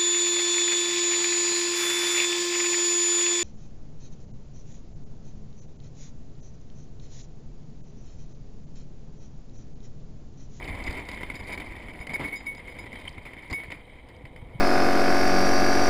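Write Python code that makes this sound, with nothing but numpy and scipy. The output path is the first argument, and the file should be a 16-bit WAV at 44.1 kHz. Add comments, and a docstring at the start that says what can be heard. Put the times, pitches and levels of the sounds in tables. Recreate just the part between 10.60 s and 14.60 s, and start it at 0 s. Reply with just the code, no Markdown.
"""On a coaster sled that rolls down a steel rail and slows towards the station.
The wheels grind through the sled's body, and rail joints shake it into rattles, knocks and thumps.
Two loose metal parts ring and the fittings tick as they are struck. A slipping wheel squeaks once,
and the brake scrapes thinly as the sled slows. Underneath, the wheels rumble and hum,
and wind buffets the microphone."""
import sys
import numpy as np
from scipy import signal
from scipy.fft import rfft, irfft
from scipy.io import wavfile
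from scipy.ndimage import uniform_filter1d

SR = 44100
rng = np.random.default_rng(int(sys.argv[2]) if len(sys.argv) > 2 else 0)


def pcm_store(signal):
    """Save signal as 16-bit PCM."""
    levels = np.round(np.clip(np.atleast_2d(signal), -1, 1) * 32767)
    wavfile.write(sys.argv[1], SR, levels.astype(np.int16).T)


N = 176400
T = np.arange(N) / SR   # the time of each sample, in seconds
HZ = np.maximum(np.arange(N + 1) * SR / (2 * N), 1)   # the frequency of each point in a spectrum


# The overall tone of the sled's body. Each row: frequency in Hz, level in dB.
BODY_COLOUR = [(60, -4), (280, 2), (800, -6.5), (1450, -13.5), (2700, -16.5), (4500, -22.5), (5900, -40.5),
               (8000, -28), (10700, -38.5), (12200, -46), (15500, -49)]
# Where the body rings most. Each row: frequency in Hz, width in Hz, boost in dB.
BODY_PEAKS = [(984, 110, 9), (2049, 593, 15.5), (2281, 460, 10.5), (3070, 156, 9.5), (3570, 250, 8.5),
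              (5050, 610, 10), (7070, 420, 10.5), (9894, 590, 20), (14170, 960, 25)]

def sled_body(force):
    """The body turns pushes into sound, favouring the lows and a few broad peaks."""
    peaks = sum(db / (1 + (2 * (HZ - hz) / width) ** 2) for hz, width, db in BODY_PEAKS)
    return through(force, colour(BODY_COLOUR) + peaks)


# How hard the wheels grind on the rail. Each row: time in seconds, level in dB.
GRIND_LEVELS = [(0.0, -37.5), (0.5, -39), (0.69, -41), (0.9, -37.5), (1.26, -43.5), (1.45, -43.5),
                (1.6, -39.5), (1.74, -38.5), (1.89, -45.5), (2.21, -43), (2.27, -44.5), (2.63, -46.5),
                (3.01, -42.5), (3.15, -50), (3.77, -59.5), (4.0, -53)]
DULLING = 0.26   # extra dB of treble lost for each dB the grinding drops

def grinding():
    """Thousands of tiny wheel contacts shake the body, sounding duller as they weaken."""
    db = in_time(GRIND_LEVELS)
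    contacts = grit(per_s=3500) * flutter(rate_hz=42, depth_db=3)
    sound = sled_body(contacts * from_db(db - 3.5))
    low = irfft(rfft(sound, 2 * N) / (1 + (HZ / 3880) ** 4))[:N]   # the part below about 3880 Hz
    return low + (sound - low) * from_db(DULLING * (db - db.max()))


# Jolts that rattle the sled. Each row: start in seconds, level in dB, length in seconds.
JOLTS = [(0.078, -33.5, 0.02), (0.15, -40, 0.045), (0.246, -35, 0.01), (0.264, -34.5, 0.047),
         (0.299, -35, 0.095), (0.344, -42, 0.031), (0.377, -42, 0.021), (0.486, -28, 0.0096),
         (0.514, -31.5, 0.011), (0.532, -30, 0.0046), (0.543, -36, 0.0022), (0.573, -33, 0.006),
         (0.609, -32.5, 0.0073), (.632, -27, 0.005), (0.661, -39, 0.015), (0.7, -27.5, 0.0075),
         (0.743, -32, 0.0038), (0.874, -34.5, 0.0042), (0.901, -32, 0.0065), (0.926, -31, 0.013),
         (0.976, -32, 0.0041), (1, -27.5, 0.0085), (1.336, -36.5, 0.0035), (1.284, -34, 0.0048),
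         (1.411, -35, 0.0047), (1.47, -31, 0.0041), (1.494, -32, 0.021), (1.535, -28.5, 0.0086),
         (1.558, -29, 0.012), (1.595, -29.5, 0.049), (1.641, -34, 0.018), (1.86, -38, 0.0074),
         (2.078, -39, 0.022), (2.191, -37, 0.0051), (2.259, -36, 0.0091), (2.329, -37, 0.024),
         (2.355, -35, 0.0059), (2.387, -39.5, 0.01), (2.413, -36, 0.0055), (2.452, -35, 0.0078),
         (2.48, -31, 0.002), (2.58, -36.5, 0.0042), (2.653, -34, 0.024), (2.733, -36, 0.007),
         (2.899, -37, 0.04), (2.928, -30, 0.0067), (3.035, -34.5, 0.012), (3.102, -37, 0.033),
         (3.12, -30, 0.0064), (3.141, -45, 0.023), (3.486, -44, 0.014), (3.653, -42, 0.01),
         (3.761, -42.5, 0.015)]
CLACK_S, RATTLE_TAIL_S, CLICKS_PER_S = 0.0009, 0.00095, 2500

def rattles():
    """Each jolt is a hard clack followed by a short shower of clicks on the body."""
    shower, clack = np.zeros(N), np.zeros(N)
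    for start, db, length in JOLTS:
        age = T - start
        fade = np.exp(-np.clip(age / (length + RATTLE_TAIL_S), 0, 5) ** 1.184)
        shower += from_db(db) * (age >= 0) * fade
        clack += from_db(db - 1) * (age >= 0) * np.exp(-np.clip(age / CLACK_S, 0, 20))
    return from_db(-4) * sled_body(shower * grit(CLICKS_PER_S) + clack * rng.choice([-1, 1], N))


def clinking(sound):
    """Every contact favours other resonances, so narrow bands of the treble flicker separately."""
    centres_hz = np.geomspace(1500, 9500, 14)
    spectrum = rfft(sound, 2 * N)
    shares = [np.interp(HZ, centres_hz, row) for row in np.eye(len(centres_hz))]
    low, *treble = [irfft(spectrum * share)[:N] for share in shares]
    return low + sum(band * flutter(rate_hz=51, depth_db=2) for band in treble)


# The tones of two loose metal parts, a bright chime and a quieter jingle.
# Each row: pitch in Hz, level in dB, seconds to fade by 60 dB.
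CHIME_TONES = [(2220, 0, .27), (3757, -30, .14), (5880, -42, .24), (8243, -43, .13), (9780, -21, .24),
               (14220, -27, .24)]
JINGLE_TONES = [(3757, -5, .15), (4978, 0, .17), (7018, -5, .16)]
# When each part is struck. Each row: start in seconds, level in dB, seconds of free ringing.
CHIME_HITS = [(.752, -32.5, 0.012), (.927, -26.5, 0.0049), (1.409, -36.5, 0.021), (1.498, -37, 0.013),
              (1.538, -23, 0.022), (1.644, -26.5, 0.11), (1.723, -24.5, 0.05), (1.865, -24, .12),
              (2.079, -36, 0.12), (2.186, -35.5, 0.019), (2.384, -36.5, .01), (2.932, -21, .19),
              (3.78, -49, 0.11), (3.93, -47, .08)]
JINGLE_HITS = [(.267, -42, 0.0067), (.754, -46, 0.011), (.79, -49.5, 0.014), (.925, -46, 0.011),
               (1.4, -52, 0.037), (1.537, -37.5, 0.0031), (1.757, -41.5, 0.08), (1.862, -45, 0.0045),
               (1.97, -49.5, 0.011), (2.095, -56.5, 0.046), (2.187, -49, 0.056), (2.926, -44.5, 0.036)]
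RISE_S, SOFT_START_S, DAMP_S = 0.0026, 0.009, 0.0092

def loose_part(tones, hits, flicker_db, waver_hz):
    """A struck metal part rings, wavers as it buzzes on its mount, and is hushed as it settles."""
    out = np.zeros(N)
    for start, db, free_s in hits:
        first = int(start * SR)
        t = T[:min(N - first, SR // 2)]
        shape = np.minimum(t / RISE_S, 1) * np.exp(-np.maximum(t - free_s, 0) / DAMP_S)
        soft_start_db = -5.5 * np.exp(-t / SOFT_START_S)
        ring = np.zeros(len(t))
        for hz, level, fade_s in tones:
            cycles = hz * t + waver(waver_hz, len(t))
            ring += from_db(level - 60 * t / fade_s) * np.sin(2 * np.pi * cycles)
        out[first:][:len(t)] += from_db(db + soft_start_db) * shape * ring
    return out * flutter(rate_hz=40, depth_db=flicker_db)


PING_FLAT_HZ, PING_SCATTER_HZ, PING_RISE_S, PING_FADE_S = 55, 74.6, 0.00095, 0.0065

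def chatter():
    """Pressed against its seat, the chime gives short off-pitch pings at each jolt and in between."""
    out, t = np.zeros(N + SR), T[:SR // 20]
    shape = np.exp(-t / PING_FADE_S) * (1 - np.exp(-t / PING_RISE_S))
    jolt_hits = [(start, db - 3) for start, db, _ in JOLTS]
    for start, db in jolt_hits + faint_hits(per_s=55, offset_db=0.5):
        for hz, level, _ in CHIME_TONES:
            pitch = hz - PING_FLAT_HZ + PING_SCATTER_HZ * rng.standard_normal()
            out[int(start * SR):][:len(t)] += from_db(db + level) * shape * np.sin(2 * np.pi * pitch * t)
    return out[:N]


# Bright ticks of metal on metal. Each row: start in seconds, level in dB.
TICKS = [(0.0742, -42), (0.1496, -42), (0.2389, -33), (0.266, -40), (0.3072, -35), (0.3262, -34),
         (0.3744, -41), (0.398, -42.5), (0.4527, -42), (0.488, -31.5), (0.516, -34.5), (0.545, -35.5),
         (0.7537, -34), (0.8714, -41), (0.8864, -41), (0.9225, -35), (0.9474, -37), (0.9834, -42),
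         (1.0003, -41), (1.4686, -35), (1.5354, -34), (1.949, -39.5), (2.074, -45), (2.185, -44),
         (2.3267, -42), (2.3989, -43), (2.4907, -38.5), (2.9005, -38), (2.9097, -31.5), (2.9268, -29.5),
         (2.9994, -47), (3.1185, -38.5), (3.487, -50), (3.563, -49.5)]
# How the fittings ring. Each row: pitch in Hz, width in Hz, level in dB.
FITTING_TONES = [(3820, 63, -6), (4400, 240, -6), (4880, 100, -3.5), (7050, 250, -12.5), (7140, 510, -13),
                 (8300, 53, -14.5), (11050, 220, -24), (15000, 200, -26)]
TICK_FADE_S = 0.0028

def ticks():
    """Small hard contacts ring the metal fittings, each time in another blend."""
    force, t = np.zeros(N + SR), T[:SR // 20]
    for start, db in list(TICKS) + faint_hits(per_s=35, offset_db=-9):
        force[int(start * SR):][:len(t)] += from_db(db - 8) * np.exp(-t / TICK_FADE_S)
    return sum(from_db(db) * resonate(force[:N] * rng.standard_normal(N), hz, width)
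               for hz, width, db in FITTING_TONES)


# Wheels crossing rail joints. Each row: start in seconds, level in dB, length in seconds.
KNOCKS = [(1.501, -39.5, .04), (1.595, -32, 0.04), (1.644, -34.5, 0.02), (2.906, -38, 0.035),
          (3.116, -44, 0.025)]
# How the hollow shell rings. Each row: pitch in Hz, width in Hz, level in dB.
SHELL_TONES = [(155, 47, -6.5), (291, 48, -2.5), (458, 250, -18.5), (723, 34, -11.5), (880, 420, -8.5),
               (1150, 67, -16)]

def knocks():
    """The hollow shell booms under a short run of soft wheel impacts."""
    force = sum(from_db(db) * (T >= start) * np.exp(-np.clip((T - start) / length, 0, 4) ** 2)
                for start, db, length in KNOCKS)
    boom = sum(from_db(db - 2) * resonate(force * grit(CLICKS_PER_S), hz, width)
               for hz, width, db in SHELL_TONES)
    return signal.sosfilt(signal.butter(2, 1800, fs=SR, output="sos"), boom)   # softer above 1800 Hz


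# Thumps of the sled's frame. Each row: start in seconds, level in dB, pitch in Hz.
THUMPS = [(0.097, -29, 56), (0.288, -24.5, 42), (1.402, -29.5, 58.5), (1.644, -33.5, 74.5),
          (2.577, -34.5, 80), (2.915, -23.5, 74), (3.08, -34, 111), (3.639, -34.5, 114),
          (3.824, -32.5, 105), (3.953, -29.5, 122), (3.99, -35, 157)]

def thumps():
    """The frame swings for a cycle or two after a bump."""
    return sum(-from_db(db) * swell(start, rise_s=0.0052) * np.sin(2 * np.pi * hz * (T - start))
               for start, db, hz in THUMPS)


# The wheel's one squeak. Each row: start in seconds, level in dB.
SQUEAKS = [(2.476, -27)]
# Its tones. Each row: pitch in Hz, level in dB.
SQUEAK_TONES = [(3120, -3.5), (8880, -19.5)]
SQUEAK_WOBBLE_HZ = 90.5

def squeak():
    """A wheel slips for a few milliseconds and sings, slightly unsteady in pitch."""
    wobble = np.cumsum(SQUEAK_WOBBLE_HZ * noise_band(hz=153, width_hz=160)) / SR
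    tone = sum(from_db(db) * np.sin(2 * np.pi * (hz * T + wobble)) for hz, db in SQUEAK_TONES)
    return tone * sum(from_db(db) * swell(start, rise_s=0.0031) for start, db in SQUEAKS)


# How loud the brake rubs. Each row: time in seconds, level in dB.
BRAKE_LEVELS = [(1.5, -61.5), (2.45, -55), (2.7, -58.5), (3.05, -59), (3.3, -59.5), (3.7, -62)]
# Where the brake rings. Each row: pitch in Hz, width in Hz, level in dB.
BRAKE_PEAKS = [(3120, 320, -7.5), (3780, 450, -14.5), (8800, 880, -19.5)]

def brake():
    """The brake shoe rubs on the rail: a thin, uneven scrape that comes up as the sled slows."""
    scrape = sum(from_db(db) * noise_band(hz, width) for hz, width, db in BRAKE_PEAKS)
    return scrape * flutter(rate_hz=42, depth_db=3) * from_db(in_time(BRAKE_LEVELS))


# How loud the wheels rumble. Each row: time in seconds, level in dB.
RUMBLE_LEVELS = [(0, -39), (.3, -38.5), (.6, -46.5), (.95, -40), (1.2, -44), (1.55, -42), (1.8, -46.5),
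                 (2.35, -45), (2.6, -48.5), (3.25, -50), (4, -46)]
# The rumble's tone. Each row: frequency in Hz, level in dB.
RUMBLE_COLOUR = [(50, 7), (130, 2), (200, -1), (285, 2.5), (390, -5.5), (500, -7), (640, -5), (960, -7.5),
                 (1300, -20), (3000, -48), (9000, -58)]

def rumble():
    """The rolling wheels make a low, uneven roar."""
    shaking = rng.standard_normal(N) * flutter(rate_hz=54, depth_db=1.15)
    return through(shaking, colour(RUMBLE_COLOUR)) * from_db(in_time(RUMBLE_LEVELS) - 2)


# How loud the wheels hum. Each row: time in seconds, level in dB.
HUM_LEVELS = [(1.5, -63.5), (2.1, -56), (2.9, -63.5), (3.5, -58.5), (3.85, -57.5), (4, -58)]

def hum():
    """The wheels hold a faint, wavering note as they slow."""
    return noise_band(hz=492.5, width_hz=78) * from_db(in_time(HUM_LEVELS))


# How loud the wind is. Each row: time in seconds, level in dB.
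WIND_LEVELS = [(0, -46), (.1, -42), (.2, -42.5), (.31, -42), (.45, -42.5), (1.0, -44.5), (1.25, -46),
               (1.6, -58), (2.5, -46.5), (2.8, -56.5), (4, -49)]
# The wind's tone. Each row: frequency in Hz, level in dB.
WIND_COLOUR = [(10, -3.5), (22, -1.5), (40, 0.5), (58, -5.5), (85, -5.5), (180, -19.5), (500, -58.5)]

def wind():
    """Air buffets the microphone with a deep noise that swells and sinks."""
    return through(rng.standard_normal(N), colour(WIND_COLOUR)) * from_db(in_time(WIND_LEVELS) + 1)


def faint_hits(per_s, offset_db):
    """Random small contacts that weaken faster than the grinding. Each row: start in seconds, dB."""
    when, size = rng.random((int(per_s * N / SR), 2)).T
    starts = when * T[-1]
    grind_db = np.interp(starts, *np.transpose(GRIND_LEVELS))
    levels = grind_db + DULLING * (grind_db - grind_db.max()) + offset_db + 10 * (size - .5)
    return list(zip(starts, levels))


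def from_db(db):
    """Turn decibels into a number to multiply by."""
    return 10 ** (np.asarray(db) / 20)


def rms_one(x):
    """Scale a signal to an average power of 1."""
    return x / np.sqrt(np.mean(x ** 2) + 1e-20)


def in_time(rows):
    """Join rows of time and level with straight lines."""
    return np.interp(T, *np.transpose(rows))


def colour(points):
    """Join rows of frequency and level into a tone curve in dB."""
    hz, db = np.transpose(points)
    return np.interp(np.log(HZ), np.log(hz), db)


def through(x, curve_db):
    """Filter by a tone curve, keeping the power of white noise."""
    cepstrum = irfft(np.log(rms_one(from_db(curve_db))))
    cepstrum[1:N] *= 2   # minimum phase: ringing comes after a hit, never before
    cepstrum[N + 1:] = 0
    return irfft(rfft(x, 2 * N) * np.exp(rfft(cepstrum)))[:N]


def flutter(rate_hz, depth_db):
    """A volume that wanders at random."""
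    slow = irfft(rfft(rng.standard_normal(2 * N)) / (1 + (HZ / rate_hz) ** 2))[:N]
    return rms_one(from_db(depth_db * rms_one(slow)))


def waver(spread_hz, size):
    """How many cycles a tone runs ahead or behind as its pitch wavers at random."""
    drift = rms_one(uniform_filter1d(rng.standard_normal(size), size=200))
    return rng.random() + np.cumsum(spread_hz * drift) / SR


def grit(per_s):
    """Tiny impacts at random times, up to 4 dB apart in size."""
    sizes = from_db(np.minimum(rng.exponential(1, N), 4))
    return rms_one(sizes * rng.choice([-1, 1], N) * (rng.random(N) < per_s / SR))


def swell(start, rise_s):
    """Rise to 1, then die away."""
    age = np.clip((T - start) / rise_s, 0, 20)
    return (age * np.exp(1 - age)) ** 2


def resonate(x, hz, width_hz):
    """Ring at one pitch, keeping the power of white noise; narrower rings longer."""
    r = np.exp(-np.pi * width_hz / SR)
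    feedback = [1, -2 * r * np.cos(2 * np.pi * hz / SR), r * r]
    return signal.lfilter(np.sqrt((1 - r * r) / 2) * np.array([1, 0, -1]), feedback, x)


def noise_band(hz, width_hz):
    """Noise filtered twice around one pitch."""
    return rms_one(resonate(resonate(rng.standard_normal(N), hz, width_hz), hz, width_hz))


def scene():
    """Everything as heard from the seat, in one channel."""
    body = clinking(grinding() + rattles())
    chime = loose_part(CHIME_TONES, CHIME_HITS, flicker_db=1.64, waver_hz=2)
    jingle = loose_part(JINGLE_TONES, JINGLE_HITS, flicker_db=0.5, waver_hz=40)
    metal = chime + jingle + chatter() + ticks()
    return (body + metal + knocks() + thumps() + squeak() + brake() + rumble() + hum() + wind())[None]


def record(dry):
    """Cut the treble steeply above 15500 Hz."""
    return signal.sosfilt(signal.ellip(12, .1, 90, 15500, fs=SR, output="sos"), dry)


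dry = scene()
out = record(dry)
pcm_store(out)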